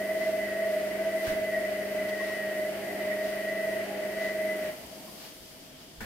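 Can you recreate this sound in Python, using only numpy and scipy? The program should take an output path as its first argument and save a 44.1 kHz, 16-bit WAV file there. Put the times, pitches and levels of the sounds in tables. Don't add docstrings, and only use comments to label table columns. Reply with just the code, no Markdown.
import sys
import numpy as np
from scipy.fft import rfft, irfft, next_fast_len
from scipy.io import wavfile
from scipy.ndimage import uniform_filter1d, map_coordinates

SR = 44100
rng = np.random.default_rng(int(sys.argv[2]) if len(sys.argv) > 2 else 0)


def transcribe(u):
    v = np.clip(np.atleast_2d(u).T, -1, 1)
    q = np.round(v * 32767).astype(np.int16)
    wavfile.write(sys.argv[1], SR, q)


N = 266937
T = np.arange(N) / SR

MAINS_HZ = 50
CUT_S = 4.69
COAST_S = 1.07


def amp(db):
    return 10 ** (np.asarray(db) / 20)


def unit(x):
    return x / np.sqrt(np.mean(x ** 2) + 1e-20)


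def along(points, hz):
    f, v = np.transpose(points)
    return np.interp(np.log(hz + 1), np.log(f + 1), v)


def curves(rows):
    s, *columns = np.transpose(rows)
    return [np.interp(T, s, column) for column in columns]


def wobble(rate):
    return map_coordinates(rng.standard_normal(2048), [T * rate], mode="wrap")


def filtered(x, response):
    m = next_fast_len(N + SR // 2)
    return irfft(rfft(x, m) * response(np.fft.rfftfreq(m, 1 / SR)), m)[..., :N]


def resonate(x, modes):
    def response(f):
        total = 0
        for k, (centre, width, db) in enumerate(modes):
            damping = 1j * f * width
            total = total + (-1) ** k * amp(db) * damping / (centre * centre - f * f + damping)
        return total
    return filtered(x, response)


# (frequency [Hz], left-right likeness [-1 to 1])
STEREO_LIKENESS = [(30, 0.99), (120, 0.88), (250, 0.8), (600, 0.6), (1200, 0.16), (2500, 0.14),
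                   (4500, -0.12), (15000, -0.05)]


def noise(spectrum):
    def mid_side(hz):
        turn = np.arccos(np.clip(along(STEREO_LIKENESS, hz), -1, 1)) / 2
        return amp(along(spectrum, hz)) * [np.cos(turn), np.sin(turn)]
    mid, side = filtered(rng.standard_normal((2, N)), mid_side)
    return unit(np.array([mid + side, mid - side]))


def tone(cycles, waver_db, spread):
    phase = 2 * np.pi * (cycles + rng.random())
    ears = spread * rng.choice([-1, 1]) * np.array([[1], [-1]])
    return amp(waver_db * wobble(9)) * np.sin(phase + ears) * np.sqrt(2)


def powered(fade_s):
    return np.exp(-np.maximum(T - CUT_S, 0) / fade_s)


def coasting(drop_db, fade_s, fall_db, bend):
    slowed = np.clip((T - CUT_S) / COAST_S, 0, 1)
    return -drop_db * (1 - powered(fade_s)) - fall_db * slowed ** bend


def swell(s, length):
    return np.exp(-.5 * ((T - s) / length) ** 2)


def blow(s, t60, rise_s):
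    age = np.maximum(T - s, 0)
    return (1 - np.exp(-age / rise_s)) * np.exp(-np.log(1000) * age / t60)


# (time [s], whine pitch [Hz])
WHINE_PITCH = [(0.0, 622.7), (0.11, 633.3), (0.3, 634), (0.47, 624.9), (0.88, 619.4), (1.04, 638),
               (1.27, 637.5), (1.55, 626.5), (1.86, 616.7), (2.05, 622.5), (2.33, 626.2), (2.7, 619.6),
               (2.87, 605.8), (3.04, 620.0), (3.29, 622.7), (3.42, 625), (3.73, 625.7), (3.92, 610),
               (4.15, 626.4), (4.48, 630.7), (4.68, 619.3)]


def rotor_cycles():
    pitch_hz, = curves(WHINE_PITCH)
    return np.cumsum(pitch_hz) / SR


# (multiple of the mains frequency [ratio], level [dB])
HUM_LINES = [(2, -66), (4, -47), (5, -62), (6, -53), (7, -53), (8, -48.3), (9, -62), (10, -60), (11, -52.5),
             (12, -63), (14, -61), (15, -62), (17, -70), (32, -68), (34, -67), (36, -58.5), (46, -69),
             (52, -71), (60, -71)]
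# (time [s], level [dB])
BEAT_LEVEL = [(0.1, -44), (0.11, -37), (0.38, -37.5), (0.43, -41.5), (0.59, -32), (0.99, -42),
              (1.01, -35.5), (2.39, -44), (3.86, -34.5), (3.88, -51), (4.04, -39), (4.51, -37.5),
              (4.53, -52), (4.66, -46)]


def hum():
    lines = sum(amp(db) * tone(k * MAINS_HZ * T, waver_db=0.1, spread=0.044) for k, db in HUM_LINES)
    beat_db, = curves(BEAT_LEVEL)
    near_panel = 13 * MAINS_HZ * T + .05 * wobble(12)
    beat = amp(beat_db - .5) * tone(near_panel, waver_db=2.5, spread=0.2)
    return amp(-0.6) * lines * powered(fade_s=0.014) + beat * powered(fade_s=0.052)


# (frequency [Hz], width [Hz], full lift [dB])
CABINET_MODES = [(336, 9, 10), (620.5, 7, 11.5), (629.5, 5, 5), (635.5, 13, 14.2), (712, 12, 12.5),
                 (821, 16, 19), (1503, 30, 7), (1904, 30, 16.5), (2016, 28, 18)]
RING_S = 0.091


def lift_db(cycles):
    hz = np.gradient(cycles) * SR
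    lift = sum(top / (1 + (2 * (hz - centre) / width) ** 2) for centre, width, top in CABINET_MODES)
    return uniform_filter1d(lift, size=max(int(RING_S * SR), 1))


def rotor_lines(table, cycles, waver_db, spread):
    total = 0
    for order, offset, db in table:
        line = order * cycles + offset * MAINS_HZ * T
        jittered = line + 0.024 * wobble(30)
        total = total + amp(db + lift_db(line)) * tone(jittered, waver_db, spread)
    return total


# (multiple of the whine [ratio], offset [mains multiples], level [dB])
WHINE_SIDEBANDS = [(1, -6, -58), (1, -5, -56), (1, -4, -52), (1, -2, -57.5), (1, -1, -55), (1, 1, -57),
                   (1, 2, -63), (1, 3, -65), (1, 6, -69), (1, 21, -63), (2, -12, -57.5), (2, -8, -69),
                   (2, -4, -71), (2, -2, -69), (2, 2, -70), (2, 5, -70), (2, 7, -65), (2, 9, -64),
                   (2, 15, -66), (2, 19, -66), (2, 21, -66), (2, 27, -70), (3, -8, -66), (3, 0, -69),
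                   (3, 2, -71), (3, 3, -67), (3, 4, -65), (3, 6, -67), (5, -3, -69)]
WHINE_DB, SIDEBAND_DB = -46.5, 1


def whine(cycles):
    jitter = .028 * wobble(35)
    carrier = amp(WHINE_DB + lift_db(cycles)) * tone(cycles + jitter, waver_db=0.8, spread=0.14)
    sides = amp(SIDEBAND_DB) * rotor_lines(WHINE_SIDEBANDS, cycles, waver_db=1.9, spread=0.3)
    return carrier * powered(fade_s=0.046) + sides * powered(fade_s=0.024)


# (multiple of the whine [ratio], offset [mains multiples], relative level [dB])
WHISTLE_PAIR = [(4, -12, 0), (4, -10, 0)]
WHISTLE_DB = -58.5
# (frequency [Hz], width [Hz], relative level [dB])
STEEL_MODES = [(1440, 44, -22), (1740, 36, -35), (1850, 25, -1), (1988, 62, -4), (2165, 27, -16)]
# (frequency [Hz], width [Hz], relative level [dB])
LONG_STEEL_MODES = [(1901, 12, -4), (2011, 16, 0)]
# (frequency [Hz], relative level [dB])
RASP_COLOUR = [(700, -52), (1000, -7.5), (1300, -1), (1550, 0), (1800, 2), (2100, 3), (2400, 1),
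               (2750, -0.5), (3050, -0.5), (3500, -9.5), (4500, -11), (7000, -30)]


def steel(cycles):
    whistle = amp(WHISTLE_DB) * rotor_lines(WHISTLE_PAIR, cycles, waver_db=4.1, spread=0.11)
    friction = noise(RASP_COLOUR) * amp(3.2 * wobble(18))
    scrape = amp(-50.5) * unit(resonate(friction, STEEL_MODES))
    ring = amp(-48) * unit(resonate(friction, LONG_STEEL_MODES))
    flutter = amp(1.67 * wobble(29.974))
    return ((whistle + scrape) * powered(fade_s=0.031) + ring * powered(fade_s=0.077)) * flutter


# (time [s], level [dB], length [s])
SWISH_EVENTS = [(0.246, -47, 0.064), (1.28, -43.5, 0.051), (2.094, -44, 0.0069), (2.273, -47.5, 0.077),
                (3.277, -47.5, 0.057), (4.246, -45.5, 0.044), (4.667, -51, 0.022), (5.248, -47, 0.047),
                (5.825, -54, 0.029)]
# (frequency [Hz], relative level [dB])
SWISH_COLOUR = [(200, -26), (600, 4.5), (1500, -2.5), (3000, 0), (5200, -2), (7500, -12), (15000, -11)]


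def cloth_slide():
    return noise(SWISH_COLOUR) * sum(amp(db) * swell(s, length) for s, db, length in SWISH_EVENTS)


# (time [s], thud level [dB], shell clank level [dB], t60 [s])
THUD_EVENTS = [(1.267, -36.5, -39, 0.5), (6.005, -38.5, -41, 0.64)]
# (frequency [Hz], relative level [dB])
THUD_COLOUR = [(20, -6.5), (45, -22), (85, -4.5), (135, -18), (220, -8.5), (400, -17), (800, -20),
               (1300, -24), (2400, -28.5), (6000, -33)]
# (frequency [Hz], width [Hz], relative level [dB])
SHELL_MODES = [(1440, 73, -2.5), (1660, 220, 1), (2020, 120, -3), (2190, 200, -8)]


def load_fall():
    thud = noise(THUD_COLOUR)
    clank = unit(resonate(noise(SWISH_COLOUR), SHELL_MODES))
    total = 0
    for s, thud_db, clank_db, t60 in THUD_EVENTS:
        body = amp(thud_db) * thud + amp(clank_db) * clank
        total = total + body * blow(s, t60, rise_s=0.00067)
    return total


# (time [s], level [dB], pitch [Hz], t60 [s])
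BUMP_EVENTS = [(1.283, -45, 86, .55), (1.28, -43, 134, .3), (4.845, -47, 60, .14), (5.04, -51, 190, .4),
               (5.03, -49, 632, .4), (5.4, -50, 55, .18), (5.52, -56, 50, .1), (5.98, -45, 45, .4)]


def tub_bumps():
    total = 0
    for s, db, hz, t60 in BUMP_EVENTS:
        total = total + amp(db) * blow(s, t60, rise_s=0.0024) * np.sin(2 * np.pi * hz * (T - s))
    return total


# (time [s], level [dB], pitch [Hz], length [s])
SQUEAK_EVENTS = [(2.213, -44.5, 1080, 0.0062), (2.31, -49, 1050, .006), (5.087, -52, 1046, 0.007)]


def squeaks():
    slip = .12 * wobble(160)
    total = 0
    for s, db, hz, length in SQUEAK_EVENTS:
        note = np.sqrt(2) * np.sin(2 * np.pi * (hz * T + slip))
        total = total + amp(db) * swell(s, length) * note
    return total


# (frequency [Hz], relative level [dB])
RUMBLE_COLOUR = [(20, -41), (50, -48), (90, -7.5), (130, -16.5), (200, -0.5), (260, -4.5), (330, -2),
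                 (470, -7.5), (560, -4.5), (720, -6.5), (850, -8.5), (1100, -14.5), (1600, -28)]
# (frequency [Hz], width [Hz], relative level [dB])
PANEL_MODES = [(630.4, 24, 0)]


def running_noise():
    rumble_db = -48.5 + 1.3 * wobble(4.1) + coasting(drop_db=3, fade_s=.07, fall_db=10.5, bend=2.1)
    rasp_db = -46.8 + 0.98 * wobble(10) + coasting(drop_db=7.5, fade_s=0.057, fall_db=6.5, bend=1.0)
    panel_db = -42.5 + 1.4 * wobble(3.98) + coasting(drop_db=9.5, fade_s=0.045, fall_db=9.0, bend=1.0)
    panel_drive = noise([(400, 1.5), (600, -6.5), (680, 1.5), (900, -20.0)])
    panel = unit(resonate(panel_drive, PANEL_MODES))
    return amp(rumble_db) * noise(RUMBLE_COLOUR) + amp(rasp_db) * noise(RASP_COLOUR) + amp(panel_db) * panel


# (frequency [Hz], relative level [dB])
HISS_COLOUR = [(1500, -10.5), (3200, -1), (4000, 1), (4700, 6), (5400, 3), (6200, 0.5), (7400, -1),
               (9000, -5), (15000, -13)]
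# (frequency [Hz], relative level [dB])
FIZZ_COLOUR = [(6000, -32), (8200, -3), (9200, -2.5), (9450, 2), (9950, -0.5), (10400, -3), (11300, -0.5),
               (12600, -1), (13250, 3.5), (13800, -5.5), (14600, 2.5), (15700, -17)]


def rubbing():
    hiss_db = -52.5 + 0.4 * wobble(14) + coasting(drop_db=-0.3, fade_s=.1, fall_db=3.5, bend=3.3)
    fizz_db = -51 + 0.85 * wobble(8.2) + coasting(drop_db=2.3, fade_s=0.091, fall_db=7.5, bend=3.4)
    return amp(hiss_db) * noise(HISS_COLOUR) + amp(fizz_db) * noise(FIZZ_COLOUR)


# (frequency [Hz], relative level [dB])
ROOM_COLOUR = [(12, -40), (20, -15), (54, -5), (98, -12), (129, -8.5), (147, -2.5), (181, -8), (293, -1),
               (332, -8), (527, -11.5), (649, -30), (871, -16.5), (2240, -31), (3150, -11), (3900, -21.5),
               (6600, -120)]


def room():
    return amp(-54) * noise(ROOM_COLOUR)


def scene():
    cycles = rotor_cycles()
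    motor = hum() + whine(cycles) + steel(cycles)
    laundry = cloth_slide() + load_fall() + tub_bumps() + squeaks()
    return motor + laundry + running_noise() + rubbing() + room()


# (frequency [Hz], left minus right [dB])
STEREO_LEAN = [(120, -1.2), (330, 2), (630, -1.1), (1200, 2.5), (2000, 0.5), (5000, 1.8), (9000, 1.5),
               (14000, 4)]
TOP_HZ = 15800


def record(dry):
    def response(hz):
        lean_db = along(STEREO_LEAN, hz) * np.array([[.5], [-.5]])
        return amp(lean_db) * (hz < TOP_HZ)
    return filtered(dry, response)


dry = scene()
out = record(dry)
transcribe(out)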